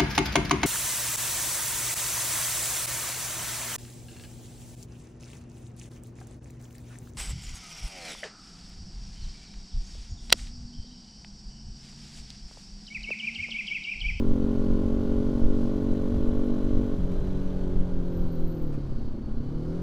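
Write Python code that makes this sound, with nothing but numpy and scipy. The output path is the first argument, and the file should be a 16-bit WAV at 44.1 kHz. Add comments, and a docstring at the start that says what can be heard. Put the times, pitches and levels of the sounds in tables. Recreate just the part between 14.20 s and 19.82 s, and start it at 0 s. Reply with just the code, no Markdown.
"""A single-cylinder motorcycle engine, heard at the rider's helmet by one microphone: summed multiples of the firing
rate under load, pumping and piston shake on the overrun, resonant pipe puffs while the clutch is in.
It pulls, the throttle shuts, the engine brakes, the front brake chatters, revs drop and a lower gear lifts them.
Shaped noise gives roar, valve rattle, hiss, singing metal, wind and passing cars; pad catches and gearbox clacks
are noise puffs through resonances; thin whines are gliding tones."""
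import sys
import numpy as np
from scipy.fft import rfft, irfft, next_fast_len
from scipy.io import wavfile
from scipy.ndimage import map_coordinates

SR = 44100
rng = np.random.default_rng(int(sys.argv[2]) if len(sys.argv) > 2 else 0)


def transcribe(u):
    """Save the signal u as a 16-bit wav file named by the first command-line argument.

    u: samples, shape (n,) or (channels, n), limited to [-1, 1]; the rate is SR.
    q: integer samples, one column per channel.
    """
    v = np.clip(np.atleast_2d(u).T, -1, 1)
    q = np.round(v * 32767).astype(np.int16)
    wavfile.write(sys.argv[1], SR, q)


N = 247842

# engine speed: (time [s], firing rate [Hz])
FIRING_HZ = [(0.0, 45.41), (0.6, 46.09), (1.5, 46.94), (2.4, 47.78), (2.7, 47.88), (2.8, 46.14),
             (2.85, 45.5), (2.93, 45.6), (2.97, 47.8), (3.0, 47.8), (3.05, 46.8), (3.45, 45.95),
             (3.9, 43.8), (4.2, 42.15), (4.35, 40.16), (4.8, 31.77), (4.95, 29.64), (5.1, 31.04),
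             (5.25, 34.64), (5.62, 44.5)]
# road speed: (time [s], speed [km/h])
ROAD_KMH = [(0, 49), (2.3, 49.5), (3.4, 44.6), (4.1, 34.6), (5.62, 32.6)]
CRUISE_KMH, CRUISE_HZ = 50, 46.5
# throttle: starts to shut, time taken; stumble length, then settling time
SHUT_S, SHUT_TAKES_S, STUMBLE_S, SETTLE_S = 2.75, 0.046, 0.36, 0.21
# clutch: starts to go in, is in, starts to bite, is home
CLUTCH_S = (4.5, 4.58, 5.2, 5.34)

# exhaust note under load: (multiple of firing rate, relative level [dB])
PULL_ORDERS = [(1, -11.5), (2, -5.5), (3, -9.5), (4, -5.5), (5, 3), (6, -0.5), (7, -6), (8, -11.5), (9, -5),
               (10, -20.5), (11, -12.5), (12, -13.5), (13, -18.5), (14, -24.5), (15, -52), (16, -44),
               (17, -29), (18, -28.5), (19, -33.5), (20, -40), (21, -41.5), (22, -29), (23, -28.5),
               (24, -32), (25, -32.5), (26, -48), (27, -43.5), (28, -47), (29, -34), (30, -39.5),
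               (31, -31.5), (32, -35.5)]
# multiples between two pipe resonances, where the pressure changes sign: (multiple)
VALLEYS = [3.5, 7.5, 10.5]
PULL_START_DB, PULL_FADES_DB_PER_S = -26, 0.9
# overrun note: (multiple of firing rate, relative level [dB])
COAST_ORDERS = [(1, -11), (2, -7.5), (3, -5), (4, -3), (5, -15.5), (6, -4.5), (8, -8), (9, -6.5), (10, -14),
                (11, -21), (12, -14.5), (13, -14.5), (14, -23), (15, -35), (16, -31), (17, -27),
                (18, -26.5), (19, -26.5), (20, -39), (21, -49), (22, -27.5), (23, -45), (24, -48),
                (25, -44), (26, -34.5), (27, -43.5), (28, -46), (29, -49), (30, -52.5), (31, -38),
                (32, -28), (33, -43), (34, -41), (35, -31.5), (36, -33.5)]
PUMP_DB, PUMP_CLUTCH_DB = -36.5, -7  # the second is added while the clutch is in
STEADY, UNSTEADY = .7, 2.6  # wander of the overrun note, settled and stumbling
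# seventh multiple on the overrun: (time [s], level [dB])
SEVENTH = [(2.8, -49), (3.3, -57), (3.9, -49), (4.4, -44), (4.7, -48.5), (5.05, -44.5), (5.62, -45)]
# tone just above the eighth multiple, perhaps the drive chain; in step with it at BEAT_PEAK_S
BEAT_HZ, BEAT_PEAK_S, BEAT_DB = 2.3, 3.5, -48.5
# piston shake: onset, level, and its fall when firings drop under the knee
SHAKE_S, SHAKE_DB, SHAKE_KNEE_HZ, SHAKE_FALLS_DB_PER_HZ = 3.0, -34.5, 39.1, 1.1
# driveline lurches, each a swell of the shake: (time [s], peak level [dB])
LURCHES = [(2.82, -31.5), (2.915, -32)]
LURCH_S = .034
# exhaust pipe resonances: (centre [Hz], width [Hz], gain [dB])
PIPE = [(222, 38, -0.5), (360, 100, -3.5), (406, 180, -10), (539, 42, -10.5)]
CLUTCH_PUFF_DB = -40.5
# exhaust tone sag as the throttle shuts
SAG_START_S, SAG_END_S, SAG_FROM_HZ, SAG_TO_HZ, SAG_DB = 2.755, 2.815, 245, 180, -35
# thuds on the third multiple: (time [s], peak level [dB])
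THUDS = [(2.84, -32), (3.03, -33), (3.16, -31.5)]
THUD_S = 0.031

# roar, rattle, hiss: (level at cruise [dB], power of road speed [-], power of engine speed [-])
RIDE = [(-44, 0.68, 0.53), (-60.5, 1.66, 1.2), (-70.5, 2.4, 1.1)]
# noise spectra: (frequency [Hz], relative level [dB])
ROAR = [(80, -56.5), (200, 4), (450, -1.5), (700, -9), (1100, -12.5), (1500, -19), (2000, -28.5),
        (2800, -31.5), (6000, -120)]
RATTLE = [(1060, -33), (1800, -0.5), (2000, -3.5), (2750, -4.5), (3030, 0.5), (3980, -3.5), (5600, -9.5),
          (6120, -6), (6700, -16), (7500, -16.5), (9750, -43), (16500, -120)]
HISS = [(4120, -24), (7000, -1.5), (8210, -5.5), (9610, -5.5), (10400, -5.5), (14400, -8.5), (15300, -12)]
# ringing metal parts: (centre [Hz], width [Hz], relative level [dB])
METAL = [(1437, 77, 2.5), (1610, 37, -4.5), (2166, 85, -7), (3060, 350, -4), (4480, 1000, 1.5),
         (6000, 140, -21.5), (6300, 100, -23.5)]
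# singing of the metal parts together: (time [s], level [dB])
SING = [(0, -68.5), (1, -64), (2.8, -81.5), (3.1, -69), (3.8, -69), (4.1, -64.5), (5.3, -67.5),
        (5.62, -62.5)]

# strongest pad catches: (time [s], strike level before the disc rings [dB])
CATCHES = [(3.8217, -56), (3.914, -52), (3.929, -49), (3.9689, -45), (3.979, -48), (4.005, -49),
           (4.014, -50), (4.0597, -49), (4.073, -49), (4.118, -45), (4.1244, -43), (4.148, -45),
           (4.1999, -48.5), (4.215, -51), (4.231, -49), (4.269, -44), (4.274, -40.5), (4.2976, -43.5),
           (4.3111, -42), (4.343, -55), (4.351, -45.5), (4.36, -49), (4.3767, -48), (4.385, -50),
           (4.4214, -43), (4.4635, -46), (4.494, -53)]
# brake disc resonances: (centre [Hz], width [Hz], gain [dB])
DISC = [(11100, 300, -15), (12000, 470, -9), (13450, 800, 0), (14200, 1100, -5)]
# lever: squeezed, held, eased, let go
LEVER_S = (3.74, 3.98, 4.4, 4.52)
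# rub level; mean strike level and mean rate of the chance catches
RUB_DB, CHATTER_DB, CHATTER_PER_S = -76, -59, 34
# gearbox and lever clacks: (time [s], strike level before the cases ring [dB])
CLACKS = [(2.9128, -51), (3.0694, -52), (4.5246, -52), (4.5371, -52), (4.5464, -58)]
# thin whines: (start [s], end [s], middle [Hz], glide [Hz/s], level before WHINE_TRIM_DB [dB])
WHINE = [(0, 1.2, 4425, 10, -75), (0, 1.2, 2950, 20, -76), (1.35, 2.85, 4050, 45, -71),
         (2.45, 3.0, 4420, 0, -77), (2.9, 3.3, 4035, -60, -69.5), (3.2, 3.6, 4420, -50, -76),
         (3.7, 4.15, 3790, 0, -77), (3.75, 4.25, 3270, -100, -77), (3.8, 4.36, 4090, -400, -72),
         (3.98, 4.45, 4440, -400, -73.5), (4.4, 5.05, 3860, -220, -78.5), (4.42, 5.15, 4445, -230, -75),
         (4.56, 5.0, 4240, -200, -77), (4.56, 5.0, 4065, -200, -79), (4.56, 5.0, 4845, -220, -78.5),
         (4.6, 5.1, 4625, -250, -79), (4.68, 4.95, 3060, -200, -78.5), (5.0, 5.5, 4480, -330, -74.5),
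         (5.04, 5.45, 4090, -280, -73.5), (5.2, 5.5, 4630, -330, -79), (5.2, 5.55, 2960, -200, -77)]
WHINE_TRIM_DB = -1

# tyre hiss of oncoming cars: (time [s], peak level [dB])
PASSES = [(.46, -70), (1.2, -69), (1.42, -63.5), (1.95, -70.5)]
PASS_S = 0.081
# wind spectrum at the microphone: (frequency [Hz], relative level [dB])
BUFFET = [(1, -12), (3, 0), (12, 0), (25, -7.5), (40, -12.5), (65, -18), (100, -21), (150, -26), (250, -32),
          (500, -44), (900, -72), (2000, -120)]
# wind level between gusts at cruise, and its power of road speed
WIND_DB, WIND_POWER = -24.5, 1.57
# strongest gusts, the early ones pushed by oncoming cars: (time [s], peak level [dB])
GUSTS = [(.1, -19.5), (.51, -19.5), (.86, -29), (1.27, -17.5), (1.4, -24), (1.77, -27), (1.97, -25),
         (2.58, -20), (2.85, -25), (3.15, -24), (3.46, -24.5), (3.58, -20.5), (3.77, -20.5), (4.02, -19.5),
         (4.24, -22.5), (4.43, -27.5), (4.66, -29.5), (4.8, -32), (5.2, -28)]
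GUST_S = 0.043
TOP_HZ = 15300


def amp(db):
    """Gain of a level in dB."""
    return 10 ** (np.asarray(db) / 20)


def unit(x):
    """x at rms 1."""
    return x / np.sqrt(np.mean(x ** 2) + 1e-20)


def seconds():
    """Time of each sample."""
    return np.arange(N) / SR


def curve(rows):
    """(time, value) points read at every sample."""
    s, values = np.transpose(rows)
    return np.interp(seconds(), s, values)


def wobble(rate):
    """Smooth random curve, rate knots a second."""
    knots = rng.standard_normal(int(N * rate / SR) + 4)
    return map_coordinates(knots, [np.arange(N) * rate / SR])


def span(start, full, ease, end):
    """0 to 1 and back: rise, hold, release."""
    return np.interp(seconds(), [start, full, ease, end], [0, 1, 1, 0])


def swells(events, width_s):
    """Power of bell-shaped swells at (s, peak dB)."""
    t = seconds()
    return sum(amp(db) ** 2 * np.exp(-((t - s) / width_s) ** 2) for s, db in events)


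def filtered(x, response):
    """x times a response of frequency."""
    m = next_fast_len(N + SR // 2)
    return irfft(rfft(x, m) * response(np.fft.rfftfreq(m, 1 / SR)), m)[..., :N]


def coloured(x, spectrum):
    """x through (Hz, dB) points read on a log frequency axis, at rms 1."""
    f, db = np.transpose(spectrum)
    return unit(filtered(x, lambda hz: amp(np.interp(np.log(hz + 1), np.log(f + 1), db))))


def resonant(x, modes):
    """x through parallel (Hz, width Hz, dB) resonances of alternating sign."""
    def response(f):
        total = 0
        for k, (centre, width, db) in enumerate(modes):
            damping = 1j * f * width
            total = total + (-1) ** k * amp(db) * damping / (centre ** 2 - f ** 2 + damping)
        return total
    return filtered(x, response)


def bursts(events, rise_s, t60_s):
    """A short decaying noise puff for each (s, dB)."""
    out, t = np.zeros(N + SR), np.arange(SR // 10) / SR
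    for s, db in events:
        envelope = amp(db - 60 * t / t60_s) * (1 - np.exp(-t / rise_s))
        out[round(s * SR):][:len(t)] += envelope * rng.standard_normal(len(t))
    return out[:N]


def throttle():
    """1 while open, 0 when shut."""
    return np.clip(1 - (seconds() - SHUT_S) / SHUT_TAKES_S, 0, 1)


def note(orders, cycles, late, start, valleys, smear, waver_db, drift):
    """Multiples of the firing rate, phased as a burst late in the cycle; smear spreads the burst in time."""
    total = np.zeros(N)
    for k, db in orders:
        flips = np.searchsorted(valleys, k) / 2  # half a turn per valley passed
        turns = k * (cycles - late) + start + flips + smear * k * k
        level = amp(db + waver_db * wobble(13))
        total += level * np.cos(2 * np.pi * turns + drift * k * wobble(20))  # higher multiples drift more
    return unit(total)


def exhaust_pull(cycles):
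    """Exhaust pulses under load, coloured by the pipe."""
    return note(PULL_ORDERS, cycles, late=.225, start=.5, valleys=VALLEYS, smear=0, waver_db=1.1, drift=.036)


def overrun_pump(cycles, clutch):
    """Pumping against the shut throttle; the silencer can lifts multiples near its resonances."""
    settle_start_s = SHUT_S + STUMBLE_S
    stumble = span(SHUT_S, SHUT_S + SHUT_TAKES_S, settle_start_s, settle_start_s + SETTLE_S)
    loose = STEADY + (UNSTEADY - STEADY) * np.maximum(stumble, .65 * clutch)
    # the fourth multiple is the piston shake, with its own level
    others = [(k, db) for k, db in COAST_ORDERS if k != 4]
    pump = note(others, cycles, late=.35, start=.06, valleys=[], smear=-.047, waver_db=1.5, drift=.05 * loose)
    can = [(283, 38, -3.5), (357, 53, -7.5), (522, 45, -1.3)]
    return unit(pump + sum(resonant(pump, [mode]) for mode in can))


def piston_shake(cycles, clutch):
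    """Fourth-multiple shake: sets in after the shut, weakens at low revs, swells with driveline lurches."""
    tone = np.sqrt(2) * np.cos(2 * np.pi * (4 * cycles + .44))
    waver = amp((.8 + 1.2 * clutch) * wobble(12))
    onset = np.clip((seconds() - SHAKE_S) / SHUT_TAKES_S, 0, 1)
    below_knee_hz = np.maximum(SHAKE_KNEE_HZ - curve(FIRING_HZ), 0)
    settled = onset * amp(SHAKE_DB - SHAKE_FALLS_DB_PER_HZ * below_knee_hz)
    return (settled + np.sqrt(swells(LURCHES, LURCH_S))) * waver * tone


def idle_puffs(cycles):
    """The pipe is struck twice a cycle, unevenly: exhaust valve, then a weaker inlet."""
    uneven = cycles + .027 * wobble(25)
    exhaust = np.diff(np.floor(uneven - .94), prepend=-1)
    inlet = .7 * np.diff(np.floor(uneven - .2), prepend=-1)
    strikes = (exhaust + inlet) * amp(2.5 * wobble(60))
    return unit(resonant(resonant(strikes, PIPE), [(280, 400, 0)]))


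def seventh_multiple(cycles):
    """Seventh multiple of the firing rate, wavering in level and phase."""
    level = amp(curve(SEVENTH) + 2 * wobble(14))
    return level * np.sqrt(2) * np.cos(2 * np.pi * (7 * cycles + .5) + .4 * wobble(14))


def chain_tone(cycles, clutch):
    """Tone offset from the eighth multiple, so the two beat; silent once the clutch is in."""
    t = seconds()
    tone = np.sqrt(2) * np.cos(2 * np.pi * (8 * cycles + .25 + BEAT_HZ * (t - BEAT_PEAK_S)))
    return amp(BEAT_DB) * (t < CLUTCH_S[1]) * (1 - clutch) * tone


def engine(cycles):
    """Load note crossfades to overrun as the throttle shuts; firings differ in strength."""
    opened, clutch = throttle(), span(*CLUTCH_S)
    shut = 1 - opened
    strength = map_coordinates(rng.standard_normal(int(cycles[-1]) + 4), [cycles])
    pull_gain = opened * amp(PULL_START_DB - PULL_FADES_DB_PER_S * seconds() + 0.13 * strength)
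    pump_gain = shut * amp(PUMP_DB + PUMP_CLUTCH_DB * clutch + 0.29 * strength)
    puff_gain = clutch * amp(CLUTCH_PUFF_DB + 0.8 * strength)
    return (pull_gain * exhaust_pull(cycles)
            + pump_gain * overrun_pump(cycles, clutch)
            + piston_shake(cycles, clutch)
            + puff_gain * idle_puffs(cycles)
            + shut * (chain_tone(cycles, clutch) + seventh_multiple(cycles)))


def stumbling(cycles):
    """A tone sags in pitch as the throttle shuts, then the third multiple swells in thuds."""
    u = np.clip((seconds() - SAG_START_S) / (SAG_END_S - SAG_START_S), 0, 1)
    hz = SAG_FROM_HZ + (SAG_TO_HZ - SAG_FROM_HZ) * u
    sag = amp(SAG_DB) * np.sqrt(2) * np.sin(np.pi * u) * np.sin(2 * np.pi * np.cumsum(hz) / SR)
    thuds = np.sqrt(2 * swells(THUDS, THUD_S)) * np.cos(2 * np.pi * 3 * cycles)
    return sag + thuds


def gate(cycles, depth, sharp, late):
    """Gain over one cycle: a lump on a steady base."""
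    return 1 + depth * (.5 + .5 * np.cos(2 * np.pi * (cycles - late))) ** sharp


def singing_metal(ticks):
    """Valve-gated noise rings metal parts, each wavering by itself."""
    total = np.zeros(N)
    for hz, width, db in METAL:
        ring = unit(resonant(rng.standard_normal(N) * ticks, [(hz, width, 0)]))
        total += amp(db + 1.4 * wobble(6)) * ring
    return amp(curve(SING)) * unit(total)


def mechanics(cycles):
    """Road roar pulses with firing, most under load; rattle and hiss tick twice a cycle with the valves."""
    road, revs = curve(ROAD_KMH) / CRUISE_KMH, curve(FIRING_HZ) / CRUISE_HZ
    gains = [amp(db) * road ** by_road * revs ** by_revs for db, by_road, by_revs in RIDE]
    noise = rng.standard_normal((3, N))
    firing = gate(cycles, depth=0.12 + 0.27 * throttle(), sharp=2.4, late=0.15)
    ticks = gate(cycles, depth=0.33, sharp=1.5, late=0.42) * gate(2 * cycles, depth=0.17, sharp=6.7, late=0.25)
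    roar = coloured(noise[0] * firing, ROAR)
    rattle = coloured(noise[1] * ticks * amp(0.62 * wobble(150)), RATTLE)
    hiss = coloured(noise[2] * ticks * amp(.8 * wobble(90)), HISS)
    return gains[0] * roar + gains[1] * rattle + gains[2] * hiss + singing_metal(ticks)


def brake():
    """The pad rubs, catches and lets go, ringing the disc very high."""
    rub = unit(resonant(amp(3.7 * wobble(120)) * rng.standard_normal(N), DISC))
    start_s, length_s = LEVER_S[0], LEVER_S[3] - LEVER_S[0]
    draws = rng.random((round(CHATTER_PER_S * length_s), 2))
    chatter = [(start_s + u * length_s, CHATTER_DB + 8 * (v - .5)) for u, v in draws]
    strikes = bursts(CATCHES + chatter, rise_s=0.002, t60_s=0.05)
    return resonant(strikes, DISC) + amp(RUB_DB) * span(*LEVER_S) * rub


def gearbox():
    """Dogs and lever clack, dull through the cases."""
    cases = [(520, 120, 22), (730, 110, 21), (1220, 250, 16), (2600, 350, 8), (5470, 4000, -4)]
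    knock = resonant(bursts(CLACKS, rise_s=0.002, t60_s=0.1), cases)
    return filtered(knock, lambda hz: 1 / (1 + 1j * hz / 10000))


def whine():
    """Each streak is a wavering, gliding tone that fades in and out."""
    out, t = np.zeros(N), seconds()
    for start, end, mid_hz, glide, db in WHINE:
        u = np.clip((t - start) / (end - start), 0, 1)
        hz = mid_hz + glide * (end - start) * (u - .5) + 15 * wobble(60) + 5 * wobble(8)
        fade = np.abs(np.sin(np.pi * u)) ** .3 * (u < 1)
        level = amp(db + WHINE_TRIM_DB + 2.4 * wobble(30))
        out += level * fade * np.sqrt(2) * np.sin(2 * np.pi * np.cumsum(hz) / SR)
    return out


def traffic():
    """Each oncoming car swells and fades as a broad hiss."""
    band = [(4300, 3300, 0)]
    hiss = unit(resonant(resonant(rng.standard_normal(N), band), band))
    return np.sqrt(swells(PASSES, PASS_S)) * hiss


def wind():
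    """Eddies push on the microphone in uneven lumps, harder with road speed."""
    steady = amp(WIND_DB + 0.91 * wobble(9)) * (curve(ROAD_KMH) / CRUISE_KMH) ** WIND_POWER
    level = np.sqrt(steady ** 2 + swells(GUSTS, GUST_S))
    air = coloured(amp(0.25 * wobble(21)) * rng.standard_normal(N), BUFFET)
    # gusts swell the deep push fully, the flutter above it only in part
    deep = filtered(air, lambda hz: 1 / (1 + (hz / 50) ** 4))
    flutter = air - deep
    return level * deep + amp(2.0) * np.sqrt(level * steady) * flutter


def scene():
    """All sources reach one microphone, sent alike to both channels."""
    cycles = np.cumsum(curve(FIRING_HZ)) / SR
    bike = engine(cycles) + stumbling(cycles) + mechanics(cycles) + brake() + gearbox() + whine()
    return np.tile(bike + traffic() + wind(), (2, 1))


def record(dry):
    """The microphone chain passes nothing above its band limit."""
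    return filtered(dry, lambda hz: hz < TOP_HZ)


dry = scene()
out = record(dry)
transcribe(out)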